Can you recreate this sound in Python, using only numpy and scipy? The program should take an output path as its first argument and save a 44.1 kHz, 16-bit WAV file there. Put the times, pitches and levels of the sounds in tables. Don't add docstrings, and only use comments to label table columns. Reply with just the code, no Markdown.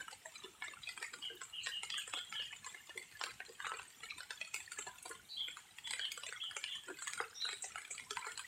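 import sys
import numpy as np
from scipy import signal
from scipy.fft import rfft, irfft
from scipy.io import wavfile
from scipy.ndimage import uniform_filter1d

SR = 44100
rng = np.random.default_rng(int(sys.argv[2]) if len(sys.argv) > 2 else 0)


def unload_audio(sound):
    columns = np.transpose(np.atleast_2d(sound))
    steps = np.round(np.clip(columns, -1, 1) * 32767)
    wavfile.write(sys.argv[1], SR, steps.astype(np.int16))


N = 373562

# (time [s], pop level [dB], mouth resonance [Hz], jaw thud [dB re pop],
# tooth snap [dB re pop], saliva fizz [dB re pop], squish [0 crisp to 1 smeared])
SMACKS = [(0.01, -44, 1650, -13, -8.5, -9.5, 0.98), (0.082, -47, 1670, -24, -28, -7, 0.14),
          (0.129, -57, 2080, 3, 6.5, 4.5, 0.98), (0.258, -49, 1820, -13, -32, -4.5, 0.84),
          (0.356, -51.5, 2440, -22, 1.5, -9, 0.73), (0.438, -58.5, 982, -17, 11.5, 1, 0.98),
          (0.623, -43, 1840, -18, -6, -40, 0.14), (0.642, -49, 1826, -45, -15, -9, 0.7),
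          (0.683, -49.5, 2100, -6, -1.5, -27, 0.33), (0.737, -51.5, 1195, -9, -2.5, -26, 0.23),
          (0.835, -56, 2460, -33, 9.5, -6, 0.74), (0.876, -44.5, 2470, -14.5, -4.5, -26, 0.99),
          (0.891, -48, 1970, -14, 2, -4, 0.33), (0.977, -45.5, 2400, -17, -11, -5, 0.63),
          (1.028, -42.5, 1650, -13, -2, -6, 0.31), (1.139, -48.5, 1830, -6, -1, -5, 0.41),
          (1.417, -47, 1560, -9, -3, -6, 0.86), (1.663, -49, 1820, -14.5, 3.5, -6, 0.18),
          (1.671, -42.5, 1616, -10, 0.5, -9.5, 0.068), (1.834, -44.5, 2100, -9, -1, -2, 0.1),
          (1.903, -49.5, 2840, -13, 7.5, -5, 0.16), (1.942, -44, 2880, -18, -6, -9.5, 0.29),
          (1.981, -47, 1720, -14, -16, 1.5, .3), (2.02, -50, 2500, -39, -6, -12, 0.34),
          (2.078, -53, 1390, -1, -8, 3, 0.15), (2.138, -42, 2600, -6, -5, -7, 0.13),
          (2.173, -50, 1440, -3, -5, -25, 0.32), (2.326, -45, 2770, -19, -3.5, -19, 0.088),
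          (2.357, -54, 2170, -18, 3, -15, .2), (2.398, -48.5, 1700, -6, -3, -21, 0.39),
          (2.423, -49.5, 2600, -17, -1, -18, 0.3), (2.646, -51, 2300, -22, -1, -2.5, 0.2),
          (2.531, -45.5, 2490, -32, -13, -23, 0.91), (2.666, -48, 1700, -9.5, -5, -2.5, 0.68),
          (2.747, -49, 1960, -9, -10, -8, 0.18), (2.895, -57, 810, 4.5, 7, -3, 0.47),
          (2.977, -43.5, 2060, -11.5, -4.5, -5.5, 0.12), (3.214, -45, 2380, -31, 0.5, -25, 0.29),
          (3.239, -43.5, 1700, -4, 3.5, -3.5, 0.046), (3.267, -50.5, 1280, -29, -7, -19, 0.12),
          (3.404, -45, 1700, -8, -9.5, -27, 0.069), (3.603, -43, 1590, -27, -11, -15, 0.3),
          (3.656, -44.5, 2230, -15, -9, -20, 0.39), (3.668, -41.5, 1270, -10, -13, -11.5, 0.11),
          (3.647, -44.5, 1415, -29, -18, -18, 0.16), (3.719, -42, 932, -9.5, -24, -23, 0.05),
          (3.797, -47.5, 1470, -8, -8, -24, 0.19), (4.035, -47.5, 2660, -10.5, -2.5, -6, 0.85),
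          (4.107, -58, 2460, -23, 16.5, -20, 1), (4.183, -52, 2580, -37, -0.5, 2.5, 0.3),
          (4.206, -47.5, 1530, -9.5, -0.5, -19, 0.33), (4.308, -44.5, 2580, -9.5, 0, -7, 0.49),
          (4.414, -40.5, 2540, -11.5, -3.5, -14, 0.17), (4.544, -40.5, 2300, -14.5, -5, -3, 0.042),
          (4.605, -51, 2310, -17, -3.5, -2, .15), (4.72, -48.5, 1550, -31, -1, 1.5, 0.36),
          (4.789, -45, 2430, -9, -7, -1.5, 0.41), (4.871, -47.5, 950, -2, -4.5, -9, 0.95),
          (5.059, -50, 907, 0, 0, 0.5, 0.82), (5.112, -47.5, 1310, -6.5, -14, -8, 0.38),
          (5.484, -45.5, 2310, -10.5, -26, -10.5, 0.28), (5.571, -49.5, 1550, -16, -7, -3.5, 0.2),
          (5.786, -48.5, 2470, -30, -3, -6, 0.068), (5.874, -48, 2040, -27, -1, -5, 0.21),
          (5.909, -45.5, 2180, -17, 2, 0.5, 0.2), (5.936, -42, 2090, -15.5, -2.5, -5.5, 0.02),
          (5.995, -42.5, 1520, -13, -2, -14.5, 0.02), (6.054, -49.5, 2180, -28, 3, -5.5, 0.26),
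          (6.119, -58.5, 2460, -29, 15.5, 10.5, 0.25), (6.177, -49, 1340, -3, -3, -0.5, 0.065),
          (6.236, -51.5, 2600, -4, 7, -0.5, 0.33), (6.266, -51, 2017, -5, 4.5, -2, .3),
          (6.291, -49, 2600, -4, -3, -9, 0.13), (6.326, -45.5, 1550, -11, -10, -10, 0.11),
          (6.512, -49.5, 1480, -24, -3.5, -3.5, 0.079), (6.567, -42.5, 1980, -5.5, -11, -5.5, 0.02),
          (6.641, -43, 2450, -17, 2, -9, 0.015), (6.755, -52, 1970, -22, -9, -3, 0.23),
          (6.886, -49, 1570, -2, -9.5, -6, 0.45), (6.902, -49, 1280, -8, -10, -10, 0.47),
          (6.989, -52.5, 1600, -37, 0.5, -3.5, 0.23), (7.023, -48, 1340, -13.5, -3.5, -2.5, 0.3),
          (7.073, -44.5, 1960, -33, -10, -5, 0.02), (7.079, -46, 1780, -19.5, -1.5, -2, 0.03),
          (7.135, -45.5, 2220, -30, -1.5, -1, 0.027), (7.178, -45.5, 1426, -38, -15, -5, 0.075),
          (7.212, -51.5, 1560, 0, 1.5, -2, 0.43), (7.452, -45.5, 1500, -9.5, -9, -4.5, 1),
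          (7.491, -43, 1850, -13, -20, -10, 0.19), (7.531, -50, 1730, -2, 3, 0, 0.11),
          (7.509, -54.5, 2280, -4, -1, -3, .05), (7.643, -50.5, 1930, 0.5, -1, -9, 0.3),
          (7.758, -43, 1720, -9, -10, -9.5, 0.088), (7.784, -47.5, 1590, -12, -10, -5, 0.13),
          (7.851, -53, 2000, -43, 4, -3, 0.24), (7.909, -51, 2300, -3, -1, 0.5, 0.76),
          (7.981, -53, 2100, -25, 6, -2, 0.13), (7.998, -48, 2200, -26, -7, -4.5, 0.2),
          (8.109, -45.5, 1300, 0, 3, -1.5, 0.19), (8.171, -39, 1550, -31, -12.5, -12, 0.036),
          (8.246, -47, 1420, -19, -21, -13, 0.25), (8.269, -42.5, 1480, -4.5, -11, -8.5, 0.37),
          (8.32, -57, 1700, -3, 6, 6.5, .15), (8.377, -50, 1610, -30, 4, 2.5, 0.055),
          (8.395, -47, 1446, -38, -1, -2, 0.11)]
TYPICAL_POP_DB, USUAL_MOUTH_HZ = -45, 1860


def amp(db):
    return 10 ** (np.asarray(db) / 20)


def unit_energy(x):
    return x / np.sqrt(np.sum(x ** 2) + 1e-30)


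def unit_rms(x):
    return unit_energy(x) * np.sqrt(len(x))


def curve_at(points, hz):
    point_hz, value = np.transpose(points)
    return np.interp(np.log(hz + 1), np.log(point_hz + 1), value)


def add(mix, time_s, sound):
    start = round(time_s * SR)
    sound = sound[max(-start, 0):]
    part = mix[max(start, 0):][:len(sound)]
    part += sound[:len(part)]


def coloured(x, points):
    gain = amp(curve_at(points, np.fft.rfftfreq(len(x), 1 / SR)))
    return irfft(rfft(x) * gain, len(x))


def band(hz, low_hz, high_hz, order):
    return 1 / np.sqrt((1 + (low_hz / (hz + 1)) ** (2 * order)) * (1 + (hz / high_hz) ** (2 * order)))


def causal(gain):
    log_gain = np.log(np.maximum(gain / gain.max(), 1e-5))
    phase = -signal.hilbert(np.r_[log_gain, log_gain[-2:0:-1]]).imag
    return gain * np.exp(1j * phase[:len(gain)])


def grains(samples, per_s, spread_db):
    chance, size, sign = rng.random((3, samples))
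    size = np.minimum(-np.log(1 - size), 4)
    return (chance < per_s / SR) * amp(spread_db * size) * np.sign(sign - .5)


def swell(t, build_s, fade_s):
    return np.exp(np.where(t < 0, t / build_s, -t / fade_s))


def rain(db=-54.5, patchy_db=3.0):
    # (frequency [Hz], relative spectral density [dB])
    wash = [(24, -32), (38, -29), (55, 10), (110, 5.5), (300, -3), (650, -7), (1600, -10.5), (3000, -4),
            (5500, -15.5), (8000, -12.5), (9500, -4.5), (11000, -11.5), (13000, -3), (16000, -14)]
    frames, hz = N // 256 + 5, np.fft.rfftfreq(1024, 1 / SR)
    real, imag, patches = rng.standard_normal((3, frames, len(hz)))
    patches = uniform_filter1d(patches, size=10, axis=0)
    patches = uniform_filter1d(patches, size=8, axis=1)
    spectra = (real + 1j * imag) * amp(curve_at(wash, hz) + patchy_db * patches / patches.std())
    return amp(db) * unit_rms(signal.istft(spectra.T, nperseg=1024, noverlap=768)[1][:N])


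def jaw_pressure(build_s, fade_s, follows=0.36):
    power = np.zeros(N)
    t = np.arange(-SR // 4, SR // 2) / SR
    squeeze = swell(t, build_s, fade_s)
    for time_s, pop_db, *_ in SMACKS:
        add(power, time_s + t[0], (amp(follows * pop_db) * squeeze) ** 2)
    return np.sqrt(power)


def crushed_rice(db=-70):
    # (frequency [Hz], relative spectral density [dB])
    crackle = [(250, -47), (450, -13), (1000, -6), (2200, 6), (4200, -2), (6000, -32), (8000, -4),
               (10500, -17), (15000, -39)]
    bursts = grains(N, per_s=540, spread_db=6) * jaw_pressure(build_s=0.023, fade_s=0.013)
    return amp(db) * unit_rms(coloured(bursts, crackle))


def froth(db, per_s, low_hz, high_hz, ring_cycles, fade_s, spread_db=7.0, pitches=150):
    cycles = np.geomspace(low_hz, high_hz, pitches)[:, None] * np.arange(SR // 20) / SR
    rings = (1 - np.exp(-cycles)) * amp(-60 * cycles / ring_cycles) * np.sin(2 * np.pi * cycles)
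    when, pitch, size = rng.random((round(per_s * N / SR), 3)).T
    gains = amp(spread_db * np.minimum(-np.log(1 - size), 3))
    out = np.zeros(N)
    for time_s, row, gain in zip(when * N / SR, (pitch * pitches).astype(int), gains):
        add(out, time_s, gain * rings[row])
    return amp(db) * unit_rms(out * jaw_pressure(build_s=0.09, fade_s=fade_s))


def rupture(t, squish):
    snap = np.zeros(len(t))
    snap[np.argmin(abs(t))] = 1
    spray = grains(len(t), per_s=7000, spread_db=5.2) * swell(t, build_s=0.0041, fade_s=0.0064)
    spray_share = np.clip(squish, 0, 1) ** 1.19
    return np.sqrt(1 - spray_share) * snap + np.sqrt(spray_share) * unit_energy(spray)


def air_pockets(hz, depth_db=7.5, count=84):
    centres_hz = np.linspace(np.sqrt(hz[1]), np.sqrt(hz[-1]), count) ** 2
    heights_db = depth_db * np.clip(rng.standard_normal(count), -2, 2)
    return amp(np.interp(hz, centres_hz, heights_db))


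def smack(pop_db, mouth_hz, thud_db, snap_db, fizz_db, squish, size=6144):
    t, hz = (np.arange(size) - size // 4) / SR, np.fft.rfftfreq(size, 1 / SR)
    crackle = grains(size, per_s=500, spread_db=5.9) * swell(t, build_s=0.0053, fade_s=0.031)
    excess_db = pop_db - TYPICAL_POP_DB
    stretch = 2 ** max(excess_db, 0)
    drive = rfft(rupture(t / stretch, squish) + amp(-10.5) * unit_energy(crackle))
    width_hz = 72 * 2 ** (excess_db / 31)
    mouth = amp(-12.5) + 1 / np.hypot(1, (hz - mouth_hz) / width_hz)
    thud = band(hz, 432, 579, order=5)
    pop = band(hz, 938, 3000, order=6) * mouth
    snap = band(hz, 2170, 4590, order=8)
    sparkle = amp(-9 - 14 * squish) * band(hz, 9000, 15000, order=4)
    fizz = band(hz, 7960, 9220, order=8) + sparkle
    pockets = air_pockets(hz)
    power = 0
    for db, part in (thud_db, thud), (0, pop), (snap_db, snap), (fizz_db, fizz):
        response = pockets * part
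        power += (amp(db) * response) ** 2 / np.mean(abs(drive * response) ** 2)
    gain = amp(pop_db) * np.sqrt(0.01 * SR)
    return t[0], gain * irfft(drive * causal(np.sqrt(power)))


def bubbles(db, mouth_hz, count=2, spread_db=5, octaves=0.702, ring_cycles=105, wait_s=.02):
    out, t = np.zeros(SR // 4), np.arange(SR // 12) / SR
    for pitch, size, wait in rng.standard_normal((count, 3)):
        hz = mouth_hz * 2 ** (octaves * abs(pitch))
        age = hz * t / ring_cycles
        envelope = (1 - np.exp(-hz * t)) * amp(-60 * age)
        ring = envelope * np.sin(2 * np.pi * hz * t * (1 + .02 * age))
        add(out, wait_s * abs(wait), amp(db + spread_db * np.clip(size, -1, 1)) * ring)
    return out


def small_smack(db, mouth_hz, spread_db=3):
    mouth, pop, snap, fizz = rng.uniform(-0.59, 1, size=4)
    _, sound = smack(db + spread_db * pop, mouth_hz * 1.43 ** mouth, thud_db=-9,
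                     snap_db=0.5 + spread_db * snap, fizz_db=-1 + spread_db * fizz, squish=0.24)
    return sound


def smacking(bubble_db=-51, trail_db=-59, stray_db=-60, follows=0.56):
    out = np.zeros(N)
    for time_s, pop_db, mouth_hz, *timbre in SMACKS:
        offset_s, sound = smack(pop_db, mouth_hz, *timbre)
        add(out, time_s + offset_s - .0004, sound)
        effort_db = follows * (pop_db - TYPICAL_POP_DB)
        add(out, time_s, bubbles(bubble_db + effort_db, mouth_hz))
        relaxed_hz = np.sqrt(mouth_hz * USUAL_MOUTH_HZ)
        wait_s = .015 + rng.exponential(.035)
        add(out, time_s + offset_s + wait_s, small_smack(trail_db + effort_db, relaxed_hz))
    for time_s in rng.uniform(0, N / SR, size=70):
        add(out, time_s, small_smack(stray_db, USUAL_MOUTH_HZ))
    return out


def plops(t60_s=0.14, glide=0.024):
    # (time [s], level [dB], pitch [Hz])
    rings = [(0.255, -46, 639), (0.443, -46, 376), (1.045, -44.5, 1998), (1.3, -46.5, 1586),
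             (1.98, -46.5, 1675), (4.544, -44, 2186), (4.869, -47, 996), (6.899, -46, 465)]
    out, t = np.zeros(N), np.arange(SR // 5) / SR
    for time_s, db, pitch_hz in rings:
        envelope = (1 - np.exp(-t / 0.00017)) * amp(db - 60 * t / t60_s)
        hz = pitch_hz * (1 + glide * t / t60_s)
        add(out, time_s, envelope * np.sin(2 * np.pi * np.cumsum(hz) / SR))
    return out


def slurp(db, hz, length_s, width, glide):
    progress = np.arange(round(2 * length_s * SR)) / (length_s * SR)
    carrier = np.exp(2j * np.pi * np.cumsum(hz * (1 + glide * (progress - .5))) / SR)
    breaks = grains(len(progress), per_s=6000, spread_db=4.5) * progress * np.exp(-3.5 * progress)
    baseband = breaks / carrier
    pole = np.exp(-np.pi * width * hz / SR)
    for _ in range(3):
        baseband = signal.lfilter([1 - pole], [1, -pole], baseband)
    return amp(db) * np.sqrt(length_s * SR) * unit_energy((baseband * carrier).real)


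def gulps():
    # (time [s], level [dB], pitch [Hz], length [s])
    swallows = [(0.433, -53, 394, .035), (1.007, -57, 475, 0.019), (1.298, -53.5, 482, .03),
                (1.33, -59, 360, 0.058), (2.95, -54.5, 440, 0.053), (3.479, -52.5, 445, 0.029),
                (3.729, -52, 485, 0.024), (4.784, -54.5, 384, .025), (5.094, -53, 440, 0.036),
                (6.885, -49, 373, .04), (7.199, -39.5, 550, .012)]
    out = np.zeros(N)
    for time_s, *gulp in swallows:
        add(out, time_s, slurp(*gulp, width=.5, glide=-0.12))
    return out


def birds(rise=0.1117, fall_hz_per_s=6800, warble_hz=169.4):
    # (time [s], length [s], top pitch [Hz], level [dB], rasp [share of pitch])
    chirps = [(1.217, 0.059, 3230, -42.5, 0.042), (1.525, 0.089, 3146, -45, 0.075),
              (1.602, 0.062, 4310, -50, 0.051), (1.711, 0.057, 3146, -41.5, 0.05),
              (1.9, .09, 3450, -42, .06), (2.125, 0.062, 3540, -41.5, .06),
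              (2.34, 0.074, 3300, -41.5, 0.05), (5.289, 0.026, 4590, -47, 0.031),
              (5.299, 0.038, 4110, -44.5, 0.02), (5.368, .06, 3486, -38.5, .02),
              (5.837, 0.041, 3460, -43, .02), (5.997, .06, 3340, -40, .04),
              (6.4, 0.0653, 3378, -40.5, 0.038), (6.638, 0.035, 2970, -44.5, 0.035),
              (6.677, 0.067, 3430, -41.5, 0.049), (7.342, 0.047, 5810, -52, 0.041),
              (7.353, 0.022, 3830, -47.5, 0.023), (7.401, 0.047, 4123, -35.5, 0.024)]
    out = np.zeros(N)
    for time_s, length_s, top_hz, db, rasp in chirps:
        progress = np.linspace(0, 1, round(length_s * SR))
        tremor = unit_rms(uniform_filter1d(rng.standard_normal(SR // 4), size=60))[:len(progress)]
        warble = unit_rms(tremor + 2 * np.sin(2 * np.pi * warble_hz * length_s * progress))
        contour_hz = [top_hz * (1 - rise), top_hz, top_hz - fall_hz_per_s * length_s]
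        hz = np.interp(progress, [0, .25, 1], contour_hz) * (1 + rasp * warble / 2)
        envelope = np.interp(progress, [0, .3, .7, 1], [0.48, 0.64, 0.58, 0.46])
        whistle = envelope * np.sin(2 * np.pi * np.cumsum(hz) / SR)
        add(out, time_s, amp(db) * unit_rms(whistle))
    return out


def saliva_threads(width_octaves=0.35, fade_s=0.0033, size=2048):
    # (time [s], peak level [dB], pitch [Hz])
    snaps = [(1.352, -30, 12600), (1.995, -28, 12300), (4.544, -36, 12700), (5.026, -29.5, 10100),
             (5.092, -27.5, 9540), (6.119, -28, 12700)]
    out, t, hz = np.zeros(N), np.arange(size) / SR, np.fft.rfftfreq(size, 1 / SR)
    for time_s, db, pitch_hz in snaps:
        resonance = causal(1 / (1 + (np.log2((hz + 1) / pitch_hz) / width_octaves) ** 2))
        clicks = grains(size, per_s=5000, spread_db=8.2) * np.exp(-t / fade_s)
        sound = irfft(rfft(clicks) * resonance)
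        add(out, time_s, amp(db) * sound / (abs(sound).max() + 1e-12))
    return out


def spritzes():
    # (time [s], level [dB], pitch [Hz], length [s])
    sucks = [(1.433, -51, 8400, .01), (1.631, -55.5, 7830, 0.034), (4.54, -50.5, 6060, 0.0052),
             (4.783, -53, 7350, .018), (6.566, -47.5, 6640, .005), (7.023, -52, 7500, 0.012),
             (7.078, -49, 7200, .005), (7.622, -44.5, 8200, .01), (7.639, -52, 6000, .014),
             (7.903, -53, 7540, 0.031), (8.105, -52.5, 5900, 0.011)]
    out = np.zeros(N)
    for time_s, *spritz in sucks:
        add(out, time_s, slurp(*spritz, width=0.35, glide=0.045))
    return out


def bites(rebound_s=0.00148, shrink=0.66, width_hz=250, length_s=0.0061, size=2048):
    # (time [s], level [dB], pitch [Hz], rebound [share of the previous blow])
    clamps = [(2.1373, -45, 1150, 0.15), (3.2129, -39.5, 1300, 0.091), (7.2022, -33.5, 1480, 0.56)]
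    out, hz = np.zeros(N), np.fft.rfftfreq(size, 1 / SR)
    contacts_s = np.cumsum([0, rebound_s, rebound_s * shrink])
    for time_s, db, pitch_hz, rebound in clamps:
        blows = sum(rebound ** k * np.exp(-2j * np.pi * hz * s) for k, s in enumerate(contacts_s))
        body = band(hz, 330, 2270, order=8) / np.hypot(1, (hz - pitch_hz) / width_hz)
        knock = unit_energy(irfft(blows * causal(body)))
        add(out, time_s, amp(db) * np.sqrt(length_s * SR) * knock)
    return out


def cat():
    crackle = crushed_rice()
    squelch = froth(db=-66, per_s=222.5, low_hz=1203, high_hz=5795, ring_cycles=40, fade_s=0.44)
    sizzle = froth(db=-67.5, per_s=299.5, low_hz=6907, high_hz=9602, ring_cycles=130, fade_s=0.2)
    ticks = froth(db=-63.5, per_s=69, low_hz=1695, high_hz=4406, ring_cycles=82, fade_s=0.4)
    transients = smacking() + plops() + gulps() + spritzes() + saliva_threads() + bites()
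    return crackle + squelch + sizzle + ticks + transients


def yard(x, gap_s=0.0013, echoes_per_s=4000):
    # (frequency [Hz], time to fall 60 dB [s])
    decay_times = [(300, 0.44), (3300, 0.61), (8000, 0.43), (15000, 0.41)]
    # (frequency [Hz], gain [dB])
    echo_colour = [(450, -3), (3500, -1.5), (5800, -1), (7700, 4.5), (11000, 3)]
    echoes = rng.standard_normal(SR) * (rng.random(SR) < echoes_per_s / SR)
    hz, t, spectra = signal.stft(echoes, SR, nperseg=256)
    decay = amp(-60 * t / curve_at(decay_times, hz)[:, None])
    tail = signal.istft(spectra * decay, SR, nperseg=256)[1][:SR]
    t = np.arange(len(tail)) / SR
    onset = np.clip(t / gap_s - 1, 0, 1)
    early_lift = 1 + 0.95 * np.exp(-t / 0.081)
    response = coloured(unit_energy(tail * onset * early_lift), echo_colour)
    return signal.fftconvolve(x, response)[:N]


def suppress_noise(x, start_db=1.0, knee_db=8.0, depth_db=8.0, bass_hz=200):
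    hz, _, spectra = signal.stft(x, SR, nperseg=640, noverlap=480)
    power = uniform_filter1d(abs(spectra) ** 2, size=5, axis=1)
    level_db = 10 * np.log10(abs(power) + 1e-20)
    floor_db = uniform_filter1d(np.percentile(level_db, 30, axis=1), size=9)[:, None]
    shut = np.clip(1.5 - (level_db - floor_db - start_db) / knee_db, 0, 1)
    shut[hz < bass_hz] = 1
    return signal.istft(spectra * amp(-depth_db * shut), nperseg=640, noverlap=480)[1][:N]


def scene():
    eating, song = cat(), birds()
    sent = amp(-3.5) * eating + amp(-1.5) * song
    turn = np.pi * np.arange(N) / SR
    echo = yard(sent * np.sin(turn)) + yard(sent * np.cos(turn))
    return (eating + song / 4 + echo + rain())[None]


def record(dry):
    # (frequency [Hz], gain [dB])
    microphone = [(300, -4.5), (450, -3), (560, -6.5), (630, -5), (750, 2.5), (4700, -0.5), (6200, 4.5),
                  (7600, 5), (11000, -11)]
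    gated = suppress_noise(coloured(dry[0], microphone))
    low_pass = signal.firwin(511, cutoff=15950, window=("kaiser", 9), fs=SR)
    return signal.oaconvolve(gated, low_pass, "same")[None]


dry = scene()
out = record(dry)
unload_audio(out)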